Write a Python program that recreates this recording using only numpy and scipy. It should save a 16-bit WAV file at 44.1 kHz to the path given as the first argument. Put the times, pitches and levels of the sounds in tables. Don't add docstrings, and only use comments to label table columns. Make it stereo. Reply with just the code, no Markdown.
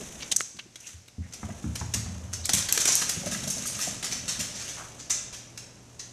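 import sys
import numpy as np
from scipy import signal
from scipy.fft import rfft, irfft, next_fast_len
from scipy.io import wavfile
from scipy.ndimage import uniform_filter1d, minimum_filter1d, map_coordinates

SR = 44100
rng = np.random.default_rng(int(sys.argv[2]) if len(sys.argv) > 2 else 0)


def file_out(sig):
    cols = np.atleast_2d(sig).T
    lim = np.clip(cols, -1, 1)
    pcm = np.round(lim * 32767).astype(np.int16)
    wavfile.write(sys.argv[1], SR, pcm)


N = 270068

# t/s, distance/m
DISTANCE = [(0, 0.28), (1.9, 1.07), (2.7, 1.29), (3.2, 1.7), (4, 2.12), (6.1, 1.52)]
# t/s, level/dB
SCRATCH = [(0, -42), (.35, -46), (.7, -65.5), (.89, -43.5), (1.12, -71), (1.42, -49), (2.48, -52.5),
           (2.58, -33), (2.68, -38.5), (2.89, -31), (3.17, -38.5), (3.88, -37.5), (4.02, -46), (4.78, -43),
           (4.97, -51), (5.7, -60), (6.12, -56)]
# f/Hz, gain/dB
CLAW_COLOUR = [(100, -21.5), (300, -14), (900, -15.5), (1700, -9), (3400, -7), (4800, -5), (5600, 0.5),
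               (6200, 4), (7000, -1.5), (8000, -5.5), (10000, -12), (12600, -20), (14400, -27.5),
               (15200, -57)]


def amp(db):
    return 10 ** (np.asarray(db) / 20)


def unit(x):
    return x / np.sqrt(np.mean(x ** 2) + 1e-20)


def along(points, hz):
    f, v = np.transpose(points)
    return np.interp(np.log(hz + 1), np.log(f), v)


def curves(rows):
    s, *cols = np.transpose(rows)
    return [np.interp(np.arange(N) / SR, s, c) for c in cols]


def coloured(x, gain_db):
    n = x.shape[-1]
    m = 2 * next_fast_len(n // 2 + 2048)
    gain = amp(gain_db(np.fft.rfftfreq(m, 1 / SR)))
    cepstrum = irfft(np.log(np.maximum(gain, 1e-6)), m)
    cepstrum[1:m // 2] *= 2
    cepstrum[m // 2 + 1:] = 0
    return irfft(rfft(x, m) * np.exp(rfft(cepstrum)), m)[..., :n]


def pair(size, alike):
    share = np.clip(alike, 0, 1)
    common = np.sqrt(share) * rng.standard_normal(size)
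    return common + np.sqrt(1 - share) * rng.standard_normal((2, size))


def add(track, s, sound):
    part = track[:, max(round(s * SR), 0):][:, :sound.shape[-1]]
    part += sound[..., :part.shape[1]]


def resonance_db(hz, centre_hz, q):
    return -10 * np.log10(1 + q ** 2 * ((hz + 1) / centre_hz - centre_hz / (hz + 1)) ** 2)


def ripple(hz, spacing_hz):
    place = hz / max(spacing_hz, 50)
    return map_coordinates(rng.standard_normal(int(place[-1]) + 4), [place])


def flutter(size, per_s):
    place = np.arange(size) * per_s / SR
    return map_coordinates(rng.standard_normal(int(place[-1]) + 4), [place])


def board_share(hz, edge_hz=4700):
    return 1 / (1 + (hz / edge_hz) ** 10)


def room(x, build_s=0.0044, early=0.48, early_life_s=0.0063):
    # f/Hz, t60/s
    reverb_t60 = [(150, 0.066), (1000, 0.89), (3500, 0.7), (6500, 0.58), (10000, 0.46), (15000, 0.21)]
    hz, t, z = signal.stft(rng.standard_normal((2, SR * 2 // 3)), SR, nperseg=256)
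    decay = amp(-60 * t / along(reverb_t60, hz)[:, None])
    tail = signal.istft(z * decay, SR, nperseg=256)[1]
    t = np.arange(tail.shape[1]) / SR
    tail = tail * (1 - np.exp(-t / build_s)) * (1 + early * np.exp(-t / early_life_s))
    return signal.fftconvolve(x, tail / np.linalg.norm(tail[0]), axes=1)


def background(air_db=-58, hum_hz=119):
    # f/Hz, gain/dB
    air_colour = [(59, -33), (100, -14), (129, -12), (169, -20), (297, -3.5), (502, -12), (607, -16),
                  (962, -15.5), (2750, -8), (3180, -13.5), (6090, -3.5), (13000, -26), (15000, -65)]
    handling_colour = [(20, -9), (33, -9), (45, 1), (65, 3), (150, 1), (220, 0.5), (380, -6), (600, -5.5),
                       (900, -11.5), (1600, -18), (4000, -61)]
    # t/s, level/dB
    rumble_level = [(0, -47), (.27, -48.5), (.5, -61.5), (1.1, -63), (1.5, -48.5), (2.3, -50), (2.6, -46.5),
                    (3.4, -47.5), (3.7, -49), (4.5, -49), (6.12, -54.5)]
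    # t/s, level/dB
    hum_level = [(0, -70), (2.5, -56.5), (4.5, -55), (6.12, -57)]
    air = amp(air_db) * unit(coloured(pair(N, alike=0.13), lambda hz: along(air_colour, hz)))
    shaking = unit(coloured(pair(N, alike=0.87), lambda hz: along(handling_colour, hz)))
    rumble = amp(curves(rumble_level)[0]) * shaking
    tone = np.sqrt(2) * np.sin(2 * np.pi * hum_hz * np.arange(N) / SR)
    return air + rumble + amp(curves(hum_level)[0]) * tone


def scuffle(board_db=-6, grains_per_s=160, grain_db=2.0):
    easy_db, board_loss_db_per_db = -44, 0.15
    tip_db, = curves(SCRATCH)
    level_db = tip_db + board_db - board_loss_db_per_db * (tip_db - easy_db)
    grit = amp(grain_db * flutter(N, grains_per_s)) * pair(N, alike=0.035)
    tips = unit(coloured(grit, lambda hz: along(CLAW_COLOUR, hz) - 30 * board_share(hz)))
    board = unit(coloured(grit[::-1], lambda hz: along(CLAW_COLOUR, hz) - 30 * (1 - board_share(hz))))
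    return amp(tip_db) * tips + amp(level_db) * board


def ring(modes, t, attack_s, damping, detune=0.0402):
    wave = np.zeros(len(t))
    for hz, db, t60 in modes:
        level_db = db + rng.normal(0, 2.9) - 60 * damping * t / t60
        wave += amp(level_db) * np.sin(2 * np.pi * (hz * rng.normal(1, detune) * t + rng.random()))
    wave = wave * (1 - np.exp(-t / attack_s))
    return wave / np.sqrt(np.mean(wave[:SR // 20] ** 2))


def thuds(rows, slap_t60_s, slap_q, damping, room_db):
    # f/Hz, level/dB, t60/s at damping 1
    boom_modes = [(76, -6.5, 0.17), (87.2, -1.5, 0.19), (106.1, -9.5, 0.34)]
    knock_modes = [(133.8, -3.5, 0.51), (166, -0.5, 0.32), (196.4, 3, 0.28), (235.7, -0.5, 0.3),
                   (281.4, -4.5, 0.2), (349.5, -11, 0.15)]
    out, t = np.zeros((2, N)), np.arange(SR // 3) / SR
    for s, boom_db, knock_db, slap_db, slap_hz in rows:
        slap = unit(coloured(pair(len(t), alike=0.88), lambda hz: (
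            2 * resonance_db(hz, slap_hz, slap_q) - 20 * (1 - board_share(hz, 2900)))))
        slap = slap * amp(slap_db + 7.5 - 60 * t / slap_t60_s)
        knock = amp(knock_db) * ring(knock_modes, t, 0.00047, damping) + slap
        add(out, s, knock + amp(boom_db) * ring(boom_modes, t, 0.019, damping))
        add(out, s, amp(room_db) * room(knock))
    return out


def paws(count=20, patter_hardness_db=-1):
    # t/s, knock level/dB, hardness/dB, slap f/Hz
    landings = [(.002, -50, 12.5, 380), (.011, -55, 9.5, 620), (.316, -51.5, 8.5, 695),
                (0.545, -56, -6, 397), (.655, -59, 8, 350), (0.937, -64, -28.5, 398),
                (1.182, -41, -18.5, 446), (1.489, -40.5, -1, 700), (2.493, -45.5, 7.5, 750),
                (2.535, -37, -10, 680), (3.018, -44.5, 7.5, 940), (3.164, -38.5, -4, 400),
                (3.234, -54, 15.5, 596), (3.261, -37.5, -4, 590), (3.321, -45.5, 3, 594),
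                (3.352, -42.5, -3.5, 604), (3.43, -41.5, -1, 660), (3.471, -39, 1.5, 565),
                (3.568, -43, 1, 605), (3.872, -43.5, 2.5, 670), (4.03, -50.5, 8.5, 730),
                (4.391, -44, -7, 597)]
    boom_db, slap_db = -11, -4
    run_start_s, run_end_s = 3.17, 4.6
    patter_db, fade_db_per_s, patter_slap_hz = -48, 1, 585
    since = (run_end_s - run_start_s) * (np.arange(count) + rng.random(count)) / count
    patter = [(run_start_s + t, patter_db - fade_db_per_s * t, patter_hardness_db, patter_slap_hz)
              for t in since]
    rows = [(s, db + boom_db - hard, db, db + slap_db + hard, hz) for s, db, hard, hz in landings + patter]
    return thuds(rows, slap_t60_s=0.08, slap_q=3.7, damping=0.95, room_db=-11.0)


def scuffs(room_db=-14, catches_per_s=350, catch_db=3):
    # t/s, length/s, f/Hz, Q, level/dB
    swells = [(0.203, .04, 3070, 1.1, -40), (0.313, 0.025, 3400, 2.1, -27),
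              (0.592, 0.017, 2960, 1.8, -35.5), (0.83, 0.095, 2650, 6.2, -52.5),
              (1.218, 0.1, 1860, 2.7, -57), (2.438, 0.04, 4260, 2.7, -35.5), (4.766, 0.13, 1030, 0.97, -44)]
    out = np.zeros((2, N))
    for s, length, pitch_hz, q, db in swells:
        phase = np.linspace(0, 1, int(length * SR))
        friction = amp(catch_db * flutter(len(phase), catches_per_s)) * pair(len(phase), alike=0.36)
        scuff = unit(coloured(friction, lambda hz: 2 * resonance_db(hz, pitch_hz, q)))
        add(out, s, amp(db) * scuff * np.sin(np.pi * np.sqrt(phase)))
    return out + amp(room_db) * room(out * curves(DISTANCE)[0])[:, :N]


def slips(t, drag_s, slips_per_s=800, slip_life_s=0.0007, scatter_db=3.5, scrape=0.57, loading=0.08):
    count = 1 + int(drag_s * slips_per_s)
    jitter = rng.random(count) * (np.arange(count) > 0)
    age = t - (drag_s * (np.arange(count) + jitter) / count)[:, None]
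    decays = (age >= 0) * np.exp(-2 * np.abs(age) / slip_life_s)
    ticks = amp(scatter_db * rng.standard_normal(count)) ** 2 @ decays
    power = ticks / ticks.sum() + scrape * np.exp(-t / drag_s) / (drag_s * SR)
    return power * (1 - np.exp(-t / (loading * drag_s)))


def light_ticks(count=34, crowding=0.6, colour_db=3):
    from_s, over_scratch_db, drag_s = 2.5, 11, 0.0025
    when, size = rng.random((count, 2)).T
    board_db, bright_db = colour_db * rng.standard_normal((count, 2)).T
    effort_db, = curves(SCRATCH)
    due = np.cumsum(amp(crowding * effort_db) * (np.arange(N) / SR > from_s))
    at = np.searchsorted(due, due[-1] * (np.arange(count) + when) / count)
    level_db = effort_db[at] + over_scratch_db - 6 * size
    return list(zip(at / SR, level_db, np.full(count, drag_s), board_db, bright_db))


def claws(even_m=1.58, ripple_db=2.5, shared_ripple_db=1.3, ripple_hz=210, snap_hz=7900, snap_db=8,
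          snap_life_s=0.0043, build_s_per_m=0.00082, diffuse_colour=0.74):
    # t/s, level/dB, drag/s, board ring/dB, tip brightness/dB
    strikes = [(0.221, -32.5, 0.014, 9.5, -25), (0.316, -18.5, .004, -3, 1), (0.3216, -15, 0.0022, -3, 4),
               (0.3628, -2.5, 0.00062, -17.5, -4.5), (0.3661, -4, 0.00077, -14.5, 3),
               (0.402, -23, 0.0013, -10, -1), (0.4135, -21, 0.00094, 0, 4), (0.568, -43, 0.006, 5, -2),
               (0.589, -35.5, 0.0062, 16, -8), (0.757, -35.5, 0.0048, 4.5, 4),
               (0.803, -41.5, 0.0061, -10, 1), (0.868, -36, 0.012, -5.5, -1), (1.079, -45, 0.0073, 9, 9),
               (1.325, -38, 0.0038, 1, -8), (1.334, -34, 0.013, -0.5, -1), (1.754, -27, 0.0087, 1.5, 3),
               (1.791, -34, 0.015, -6, -7), (1.937, -19, .011, -1.5, 2.5), (2.33, -26.5, 0.012, -0.5, 1.5),
               (2.453, -20.5, 0.0048, -3, 10.5), (2.4912, -17.5, 0.0058, 1.5, 6),
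               (2.4985, -17, 0.0018, 2.5, -5), (2.534, -11.5, 0.004, 1.5, 10), (2.54, -19, 0.012, 0.5, 10),
               (2.569, -23.5, 0.029, 0.5, 10), (2.687, -22, 0.0065, 7, 4), (2.7245, -7, 0.0018, 2, 16),
               (2.747, -25, 0.01, 4.5, 8), (2.775, -14, .004, 5, 4), (2.802, -20.5, 0.017, -1.5, 6),
               (2.8537, -14.5, .005, 1.5, 6), (2.873, -16.5, 0.019, -2, -1), (2.919, -19, .014, -15, -3),
               (2.9537, 0, 0.00033, -15, 13.5), (3.014, -24, 0.015, 7.5, 7), (3.092, -18.5, 0.0062, 3, 9.5),
               (3.269, -30.5, .012, 4, 4), (3.31, -28.5, 0.036, 2.5, 8), (3.433, -31, 0.0071, 1, 3),
               (3.474, -26.5, 0.011, -7, 2), (3.499, -24, 0.012, -12, 4), (3.582, -31, 0.0073, -3, -3),
               (3.658, -27.5, 0.024, -7, 8.5), (3.789, -30.5, .025, 5, 8), (3.811, -26.5, 0.03, -1.5, 6),
               (4.027, -27, 0.01, 7.5, 6), (4.042, -23, 0.0082, -2, -1), (4.111, -27.5, 0.025, 4, 1.5),
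               (4.279, -24.5, .022, 0.5, 3.5), (4.392, -25, 0.02, 0, 5), (4.542, -36.5, 0.033, 2.5, -6),
               (4.592, -35, 0.034, 1, -1), (4.678, -33, 0.024, 0, 0), (4.99, -39, 0.023, -1, -6),
               (5.097, -28, .006, 4, 10), (5.102, -18, 0.009, -6, -5), (5.327, -35.5, 0.023, 0.5, -0.5),
               (5.575, -31, 0.0061, 0.5, -2), (5.993, -32, 0.012, -5.5, -10)]
    bright_from_hz, bright_full_hz = 6300, 11500
    out, t = np.zeros((2, N)), np.arange(SR // 12) / SR
    for s, db, drag_s, board_db, bright_db in strikes + light_ticks():
        metres = np.interp(s, *np.transpose(DISTANCE))
        force = np.sqrt(slips(t, drag_s)) * pair(len(t), alike=0.17)

        def own_db(hz):
            bright = along([(bright_from_hz, 0), (bright_full_hz, bright_db)], hz)
            snap = snap_db * np.exp(-drag_s / snap_life_s) * amp(resonance_db(hz, snap_hz, q=6.7))
            return board_db * board_share(hz) + bright + snap

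        force = coloured(force, lambda hz: shared_ripple_db * ripple(hz, ripple_hz))
        direct = coloured(force, lambda hz: (
            along(CLAW_COLOUR, hz) + own_db(hz) + ripple_db * ripple(hz, ripple_hz)))
        spread = coloured(force, lambda hz: along(CLAW_COLOUR, hz) + diffuse_colour * own_db(hz))
        wet = metres / even_m
        gain = amp(db) * np.sqrt(2 * drag_s * SR / (1 + 0.42 * wet ** 2)) / np.linalg.norm(direct)
        add(out, s, gain * direct)
        add(out, s, gain * wet * room(spread, build_s=build_s_per_m * metres))
    return out


def tap(at_s=0.407, level_db=-16, t60_s=0.0064, right_db=-16):
    # f/Hz, gain/dB
    tap_colour = [(100, -10), (600, -7.5), (1500, -2.5), (2600, -7), (6000, -10), (14000, -20.5)]
    out, t = np.zeros((2, N)), np.arange(SR // 20) / SR
    tick = coloured(amp(-60 * t / t60_s) * rng.standard_normal(len(t)), lambda hz: along(tap_colour, hz))
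    tick = tick / np.sqrt(np.mean(tick[:SR // 1000] ** 2))
    add(out, at_s, amp(level_db) * tick * amp([[0], [right_db]]))
    return out


def ball(count=11):
    # boom/dB, knock/dB, slap/dB offsets
    spots = [(-7.5, -8, 1.5), (-2.5, 0.5, -4), (-1, -5.5, 9.5), (1, 1.5, 5), (0.5, 3, 4.5)]
    first_s, flight_s, rebound, slap_hz = 1.430, .211, .808, 930
    base_db, loss_db = (-30.5, -30.5, -44), (1.6, 3.5, 3)
    k = np.arange(count)
    times = first_s + flight_s * (np.cumsum(rebound ** k) - rebound ** k)
    levels_db = np.array(base_db) - np.outer(k, loss_db)
    levels_db[:len(spots)] += spots
    rows = np.column_stack([times, levels_db, np.full(count, slap_hz)])
    return thuds(rows, slap_t60_s=0.066, slap_q=0.75, damping=0.63, room_db=-5)


def clacks(q=3, t60_s=0.051, rattle=0.2, room_db=-7):
    # t/s, favoured f/Hz, level/dB
    contacts = [(1.502, 1840, -43), (2.776, 1280, -33), (3.02, 1170, -34.5), (3.268, 600, -28.5),
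                (3.322, 1650, -35.5), (3.348, 2000, -31.5), (3.655, 1230, -35.5), (3.791, 1220, -33.5),
                (4.403, 2880, -32)]
    plank_hz = [588, 1245, 1641, 1970, 2770]
    out, t = np.zeros((2, N)), np.arange(SR // 8) / SR
    for s, pitch_hz, db in contacts:
        modes = np.zeros((2, len(t)))
        for hz in plank_hz:
            cycles = hz * t + rng.random() + rng.random((2, 1)) / np.pi
            modes += amp(resonance_db(hz, pitch_hz, q)) * np.sin(2 * np.pi * cycles)
        buzz = unit(coloured(pair(len(t), alike=0.5), lambda hz: 2 * resonance_db(hz, pitch_hz, q)))
        add(out, s, amp(db - 60 * t / t60_s) * (unit(modes) + rattle * buzz))
    return out + amp(room_db) * room(out)[:, :N]


def scene():
    return background() + scuffle() + paws() + scuffs() + claws() + tap() + ball() + clacks()


def limited(x, top=0.93, ahead_s=0.0048, hold_s=0.013):
    ahead, hold = int(ahead_s * SR), int(hold_s * SR)
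    need = top / np.maximum(np.abs(x).max(axis=0), top)
    held = minimum_filter1d(need, ahead + hold, origin=(hold - ahead) // 2)
    return x * uniform_filter1d(held, ahead)


def record(dry):
    # f/Hz, left minus right/dB
    port_balance = [(100, 0.5), (800, 1), (2200, 5), (3200, 3.5), (4700, 4), (5900, 14), (6600, 12.5),
                    (7400, 1), (8500, -4), (11000, -6), (13000, -16.5), (15000, -13)]
    top_hz = 15500
    m = next_fast_len(N + SR // 4)
    hz = np.fft.rfftfreq(m, 1 / SR)
    ratio = amp(along(port_balance, hz))
    ports = np.array([ratio, np.ones_like(hz)]) * np.sqrt(2 / (1 + ratio ** 2))
    heard = limited(irfft(rfft(dry, m) * ports, m))
    return irfft(rfft(heard) * (hz < top_hz), m)[:, :N]


dry = scene()
out = record(dry)
file_out(out)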